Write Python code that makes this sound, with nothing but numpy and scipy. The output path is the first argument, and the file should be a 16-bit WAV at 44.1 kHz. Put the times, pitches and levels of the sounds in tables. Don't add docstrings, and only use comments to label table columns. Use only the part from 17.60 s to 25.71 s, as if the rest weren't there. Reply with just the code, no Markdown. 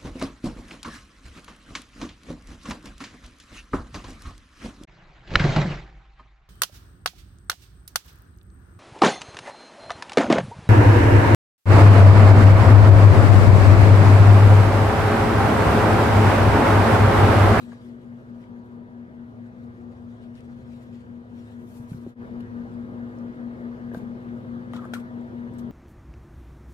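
import sys
import numpy as np
from scipy import signal
from scipy.fft import rfft, irfft, next_fast_len
from scipy.io import wavfile
from scipy.ndimage import uniform_filter1d, map_coordinates

SR = 44100
rng = np.random.default_rng(int(sys.argv[2]) if len(sys.argv) > 2 else 0)


def inscribe(sig):
    pcm = np.round(np.clip(np.atleast_2d(sig).T, -1, 1) * 32767)
    wavfile.write(sys.argv[1], SR, pcm.astype(np.int16))


def nominal_scale(level):
    x = np.asarray(level, float) / 20
    return 10 ** x


N = 357651
TIME = np.arange(N) / SR
HANDS_LEFT_DB = 9


def unit(x):
    return x / np.sqrt(np.mean(x ** 2) + 1e-20)


def mid_unit(pair):
    return pair / np.std(pair.mean(axis=0))


def along(points, hz):
    point_hz, values = np.transpose(points)
    return np.interp(np.log(hz + 1), np.log(point_hz + 1), values)


def curves(rows):
    times_s, *columns = np.transpose(rows)
    return [np.interp(TIME, times_s, column) for column in columns]


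def wobble(rate):
    knots = rng.standard_normal(int(N * rate / SR) + 4)
    return map_coordinates(knots, [TIME * rate])


def filtered(x, response):
    size = next_fast_len(x.shape[-1] + 8192)
    spectrum = rfft(x, size) * response(np.fft.rfftfreq(size, 1 / SR))
    return irfft(spectrum, size)[..., :x.shape[-1]]


def resonant(modes):
    def mode(f, centre_hz, width_hz, db):
        damping = 1j * f * width_hz
        return nominal_scale(db) * damping / (centre_hz ** 2 - f * f + damping)
    return lambda f: sum((-1) ** k * mode(f, *row) for k, row in enumerate(modes))


def patchy(noise, depth_db):
    z = signal.stft(noise, nperseg=512)[2]
    field = uniform_filter1d(rng.standard_normal(z.shape[1:]), size=5, axis=0)
    field = uniform_filter1d(field, size=9, axis=1)
    return signal.istft(z * nominal_scale(depth_db * unit(field)), nperseg=512)[1][:, :N]


def ports(source, alike, lead, balance_db):
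    side = np.array([[.5], [-.5]])

    def shared_response(f):
        turn = np.exp(1j * side * lead(f))
        return np.sqrt(np.clip(alike(f), 0, 1)) * turn * nominal_scale(side * balance_db(f))

    def own_response(f):
        return np.sqrt(1 - np.clip(alike(f), 0, 1)) * nominal_scale(side * balance_db(f))

    return filtered(source[0], shared_response) + filtered(source[1:], own_response)


def tone(hz, left_db, right_db, lead, phase):
    angle = 2 * np.pi * hz * TIME + phase + np.array([[0], [-lead]])
    return np.sqrt(2) * nominal_scale([[left_db], [right_db]]) * np.cos(angle)


def hum():
    # (start [s], gain [dB], time the beating tones cancel at the left [s])
    stretches = [(0, 0, 2.151), (4.553, 6.2, 6.4)]
    # (frequency [Hz], left [dB before gain], right [dB before gain], left lead [rad])
    beating = [(240, -41.1, -45.7, .4), (235.385, -45.4, -54.8, .27)]
    # (frequency [Hz], left, right [dB before gain and wobble], left lead [rad before wobble])
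    other_tones = [(36.02, -71, -71, .1), (57.7, -71, -71.5, -.15), (129.78, -56.3, -56.8, .15),
                   (471.6, -61, -69.5, .8), (479.98, -66.5, -74.5, 2), (516, -61.5, -70, .7),
                   (960, -69.5, -75, 1.5), (1200, -77, -80, 2)]
    # (frequency [Hz], relative density [dB per Hz])
    air_spectrum = [(22, -46), (36, -28), (85, -21), (200, -6.5), (300, -13.5), (450, -15), (700, -20.5),
                    (1000, -23.5), (1500, -27.5), (2000, -30), (2600, -42.5), (3300, -42), (6000, -53.5),
                    (16000, -65.5)]
    # (frequency [Hz], width [Hz], added amplitude [dB re plain air])
    room_modes = [(358.7, 29, 2.5), (632.5, 25, -1.5), (1210, 35, -3), (1600, 340, -4.5),
                  (3300, 640, -11.5)]
    # (frequency [Hz], power fraction [0-1])
    air_alike = [(22, .99), (60, .93), (120, 0.99), (300, 0.8), (700, 0.46), (2000, 0.93), (4000, 0.2),
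                 (9000, .2)]
    # (frequency [Hz], left lead [rad])
    air_lead = [(30, 0.1), (120, 0.8), (240, -0.5), (600, 0.73), (1290, 2.5), (2330, 4), (2670, -2.5),
                (3450, 4), (5170, 8.5)]
    # (frequency [Hz], left over right [dB])
    air_balance = [(25, 1.2), (120, -7), (200, 13), (380, 2.5), (700, 5), (1290, -0.5), (2380, 2.5),
                   (4400, 2.5), (15000, 0)]

    index = np.searchsorted([start for start, _, _ in stretches], TIME, "right") - 1
    gain_db, cancel_s = np.transpose(stretches)[1:, index]
    phase = rng.uniform(0, 2 * np.pi)
    buzz, fan = beating
    fan_phase = phase + np.pi + 2 * np.pi * (buzz[0] - fan[0]) * cancel_s
    pair = tone(*buzz, phase) + tone(*fan, fan_phase)
    rest = 0
    for row in other_tones:
        swell = nominal_scale(2.7 * wobble(1.97))
        rest = rest + swell * tone(*row, rng.uniform(0, 2 * np.pi) + 0.37 * wobble(1.5))

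    ripple_knots = rng.standard_normal(2400)

    def air_response(f):
        boom = 1 + sum(nominal_scale(db) / (1 + (2 * (f - c) / w) ** 2) for c, w, db in room_modes)
        ripple = nominal_scale(1.33 * map_coordinates(ripple_knots, [f / 12]))
        return nominal_scale(along(air_spectrum, f)) * boom * ripple

    noise = filtered(patchy(rng.standard_normal((3, N)), depth_db=1.65), air_response)
    air = ports(noise, lambda f: along(air_alike, f), lambda f: along(air_lead, f),
                lambda f: along(air_balance, f))
    air = nominal_scale(-48.5 + 0.24 * wobble(2.4)) * unit(air)
    return nominal_scale(gain_db) * (pair + rest + air)


def rumble():
    # (frequency [Hz], width [octaves], left over right [dB], level re shaking [dB], wander [dB])
    bands = [(89.4, .3, 5, -4.5, 1.5), (111.07, .039, -3.5, 0, 0.5)]
    # (time [s], level [dB])
    shaking = [
        [(0, -54), (1.3, -53.5), (2.3, -48.5), (3.4, -51.5), (4.5, -49.5)],
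        [(4.62, -47.5), (6.2, -51), (7.3, -49.5), (8.1, -47)],
    ]
    out = 0
    shake_db, = curves(sum(shaking, []))
    for hz, octaves, balance_db, db, wander_db in bands:
        noise = filtered(rng.standard_normal((3, N)),
                         lambda f: np.exp(-.5 * (np.log2((f + 1) / hz) / octaves) ** 2))
        pair = ports(noise, lambda f: 0.974 + 0 * f, lambda f: 0 * f, lambda f: balance_db + 0 * f)
        pair = mid_unit(pair)
        evened = pair / (1.4 + abs(signal.hilbert(pair.mean(axis=0))))
        out = out + nominal_scale(shake_db + db + wander_db * wobble(3)) * mid_unit(evened)
    return out


def rustle():
    # (time [s], dull level [dB before
    # swing], bright over dull [dB])
    fidget = [(0, -74.5, -16), (.7, -78.5, -9), (1.25, -89, -10), (1.9, -83.5, -11), (3, -78, -15),
              (3.62, -85, -9.5), (3.9, -71.5, -13.5), (4.5, -73, -13), (4.6, -84, -5), (8.11, -84, -5.5)]
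    # (peak [s], rise [s], fall [s], dull peak [dB], bright over dull [dB])
    strokes = [(.005, .05, 0.25, -61.5, -11.5), (.13, 0.091, .12, -63.5, -21),
               (.25, 0.075, 0.18, -70, -9.5), (.81, .15, 0.18, -73, -15), (1.06, .04, 0.065, -81, -3.5),
               (1.86, 0.1, .14, -76, -13), (2.04, .12, 0.14, -74, -11.5), (2.17, .08, .18, -76, -13.5),
               (2.32, .07, .25, -75, -15), (2.51, 0.086, 0.24, -72, -21), (2.64, 0.09, 0.061, -67, -20.5),
               (2.76, 0.062, 0.24, -68, -13), (3.14, 0.45, 0.36, -68.5, -14.5),
               (3.23, 0.22, 0.067, -71.5, -7), (3.34, 0.06, 0.2, -68, -16.5), (3.76, .12, .4, -71, -16),
               (3.89, .25, 0.14, -67.5, -11.5), (4.18, 0.25, .11, -70.5, 5), (4.3, .07, 0.27, -72.5, 3.5),
               (4.49, 0.3, .08, -72, -11.5), (6.345, 0.018, 0.078, -61.5, 0),
               (6.38, .05, 0.021, -66.5, -6.5), (7.14, .004, 0.088, -54.5, -17.5),
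               (7.17, 0.05, .028, -53, -25.5), (7.255, 0.11, .04, -67, -5), (7.337, .003, 0.039, -43, -8),
               (7.37, 0.062, .07, -59.5, -7), (7.405, 0.055, 0.02, -65.5, -6), (7.94, .03, .04, -80.5, 3.5),
               (7.99, .009, 0.054, -65, -1)]
    # (frequency [Hz], relative density [dB per Hz])
    hiss_spectra = [
        [(700, -18.5), (1500, 0.5), (3500, -1), (6000, -11), (9000, -11), (16000, -48)],
        [(3000, -26), (6000, -1.5), (8000, -1.5), (12500, -4.5), (14500, -4), (16000, -16)],
    ]
    swing_db, swing_rate_hz = 2, 13
    fade_db = 20

    level_db, bright_db = curves(fidget)
    steady_db = level_db + swing_db * wobble(swing_rate_hz)
    power = nominal_scale(steady_db + [0 * bright_db, bright_db]) ** 2
    for peak_s, rise_s, fall_s, db, bright_db in strokes:
        fade = np.maximum((peak_s - TIME) / rise_s, (TIME - peak_s) / fall_s)
        near = fade < 3
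        power[:, near] += nominal_scale(db - fade_db * fade[near] + [[0], [bright_db]]) ** 2

    grain = nominal_scale(0.78 * wobble(900) + 1.7 * wobble(40))
    out = 0
    for part, spectrum, lead_samples in zip(power, hiss_spectra, [7.5, 3.5]):
        hiss = patchy(grain * rng.standard_normal((3, N)), depth_db=3.0)
        hiss = filtered(hiss, lambda f: nominal_scale(along(spectrum, f)))
        pair = ports(hiss, lambda f: 0.56 + 0 * f, lambda f: 2 * np.pi * f * lead_samples / SR,
                     lambda f: 5 + 0 * f)
        out = out + np.sqrt(part) * mid_unit(pair)
    return out


def room(x):
    # (frequency [Hz], time to fall 60 dB [s])
    decay = [(500, 0.22), (2000, 0.27), (10000, 0.046)]
    hz, t, z = signal.stft(rng.standard_normal((2, SR // 3)), SR, nperseg=256)
    z = z * nominal_scale(-60 * t / along(decay, hz)[:, None])
    tail = signal.istft(z, SR, nperseg=256)[1]
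    late = np.pad(x, (150, 0))[None]
    return signal.fftconvolve(late, tail / np.linalg.norm(tail[0]), axes=1, mode="full")


def clicks():
    # (time [s], peak [dB before port balance], spot ring [Hz], hollow ring [dB before decay, balance], its pitch [Hz])
    touches = [(.119, -54, 3200, -42.5, 1640), (0.132, -51, 2500, -45, 1160), (0.84, -51, 2140, -70, 1500),
               (2.754, -51, 4500, -74, 1500), (2.76, -57.5, 7000, -70, 1500),
               (2.807, -48.5, 3000, -70, 1500), (4.332, -48.5, 2300, -47, 1510),
               (4.806, -45.5, 2900, -70, 1500), (4.809, -52, 4200, -70, 1500), (5.14, -61, 8500, -71, 1490),
               (5.587, -54.5, 5500, -71, 1500), (6.314, -63.5, 2010, -44, 1650),
               (6.338, -49, 12800, -41, 980), (6.342, -51, 11460, -70, 1500),
               (6.346, -44, 4500, -33.5, 1566), (6.363, -57.5, 8940, -44, 1560),
               (6.377, -54, 11000, -74, 1500), (6.689, -56, 3480, -64, 1500),
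               (7.1344, -38, 3030, -32, 1210), (7.136, -44, 2000, -40, 1930), (7.149, -47, 3300, -48, 1620),
               (7.1587, -49, 3400, -46, 1300), (7.1643, -38, 3300, -37, 1000),
               (7.244, -58, 3000, -42, 1490), (7.252, -54.5, 9000, -42, 1550),
               (7.336, -31.5, 2410, -23.5, 1443), (7.34, -29, 3300, -35, 1750),
               (7.345, -45, 10300, -47, 1480), (7.611, -58.5, 7760, -73, 1510),
               (7.938, -54.5, 7960, -61, 1500), (7.9853, -44.5, 8200, -68, 1490),
               (7.9943, -58.5, 7950, -62, 1500)]
    # (frequency [Hz], width [Hz], relative strength [dB])
    hard_modes = [(2340, 62, -1), (3300, 150, 9), (3880, 110, -0.5), (5140, 160, -8.5), (7000, 110, -10.5),
                  (8200, 170, -10), (10300, 140, -6.5), (13200, 240, -10)]
    out, t = np.zeros((2, N + SR)), np.arange(2048) / SR
    for s, db, bright_hz, hollow_db, hollow_hz in touches:
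        crack = (rng.standard_normal(len(t)) + 5 * (t == 0)) * nominal_scale(-60 * t / .004)
        spot = resonant([(bright_hz, bright_hz * .16, 0)])
        firm = np.clip((db + 50) / 8, .12, 1)
        hard = filtered(crack, lambda f: spot(f) + firm * (0.8 * resonant(hard_modes)(f) + 0.077 * (f > 1800)))
        onset = 1 - np.exp(-t / .0006)
        hollow = nominal_scale(-60 * t / .025) * np.sin(2 * np.pi * hollow_hz * t) * onset
        click = nominal_scale(db) * hard / abs(hard).max() + nominal_scale(hollow_db) * hollow
        wet = nominal_scale(-11) * room(click)
        wet[0, 5:5 + len(t)] += nominal_scale(HANDS_LEFT_DB / 2) * click
        wet[1, :len(t)] += nominal_scale(-HANDS_LEFT_DB / 2) * click
        out[:, round(s * SR):][:, :wet.shape[1]] += wet
    return out[:, :N]


def bumps():
    # (time [s], approximate peak [dB before port balance], frequency [Hz])
    knocks = [(.13, -39, 690), (0.123, -42, 1000), (4.198, -31.5, 120), (4.317, -24, 166),
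              (4.345, -29, 152), (4.373, -36, 114), (4.4646, -28.5, 358), (4.472, -30, 240),
              (6.317, -31.5, 420), (6.3367, -29, 370), (6.348, -27, 576), (6.354, -30, 490),
              (6.371, -26, 212), (7.136, -30, 680), (7.255, -35, 626), (7.336, -27.5, 716)]
    out, balance = np.zeros((2, N)), nominal_scale([[.5], [-.5]])
    for s, db, hz in knocks:
        cycles = np.maximum(TIME - s, 0) * hz
        envelope = (1 - np.exp(-cycles / .5)) * np.exp(-cycles / 0.72)
        out += nominal_scale(db) * 3.37 * balance * np.sin(2 * np.pi * cycles) * envelope
    return out


def scrape():
    # (time [s], ring level [dB before decay, scatter and balance], pitch [Hz before scatter])
    rubs = [
        [(7.135, -55, 1280), (7.148, -35, 1390), (7.165, -43, 1336), (7.18, -43, 1280), (7.19, -35, 1260),
         (7.21, -47, 1290), (7.225, -41, 1140), (7.245, -32.5, 1133), (7.255, -40, 1500), (7.275, -77, 1300)],
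        [(7.342, -44, 1650), (7.352, -34, 1495), (7.362, -35.5, 1243), (7.375, -39, 1150), (7.385, -43, 1300),
         (7.4, -62, 1240)],
    ]
    out, t = np.zeros(N + SR), np.arange(1024) / SR
    for rows in rubs:
        times_s, levels_db, pitches_hz = np.transpose(rows)
        draws = rng.standard_normal((60, 3))
        slips_s = times_s[0] + np.cumsum(0.0059 * np.exp(0.38 * draws[:, 0]))
        for s, (_, size, bend) in zip(slips_s[slips_s < times_s[-1]], draws):
            hz = np.interp(s, times_s, pitches_hz) * (1 + .05 * bend)
            db = np.interp(s, times_s, levels_db) + 1.5 * size
            ring = np.sin(2 * np.pi * hz * t) * (1 - np.exp(-t / 0.00051)) * nominal_scale(-60 * t / 0.034)
            out[round(s * SR):][:len(t)] += nominal_scale(db) * ring
    return nominal_scale([[.7], [-.7]]) * np.array([np.roll(out, 5)[:N], out[:N]])


def scene():
    return hum() + rumble() + rustle() + clicks() + bumps() + scrape()


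def roll_off(x):
    return signal.sosfilt(signal.butter(12, 15780, fs=SR, output="sos"), x)


def record(dry):
    # (time [s], gain [linear])
    dip = [(0, 1), (4.47, 0.99), (4.525, 0.78), (4.553, 0.066), (4.62, 0.98), (8.2, 1)]
    faded = dry * curves(dip)[0]
    return roll_off(filtered(faded, lambda f: f < 15720))


dry = scene()
out = record(dry)
inscribe(out)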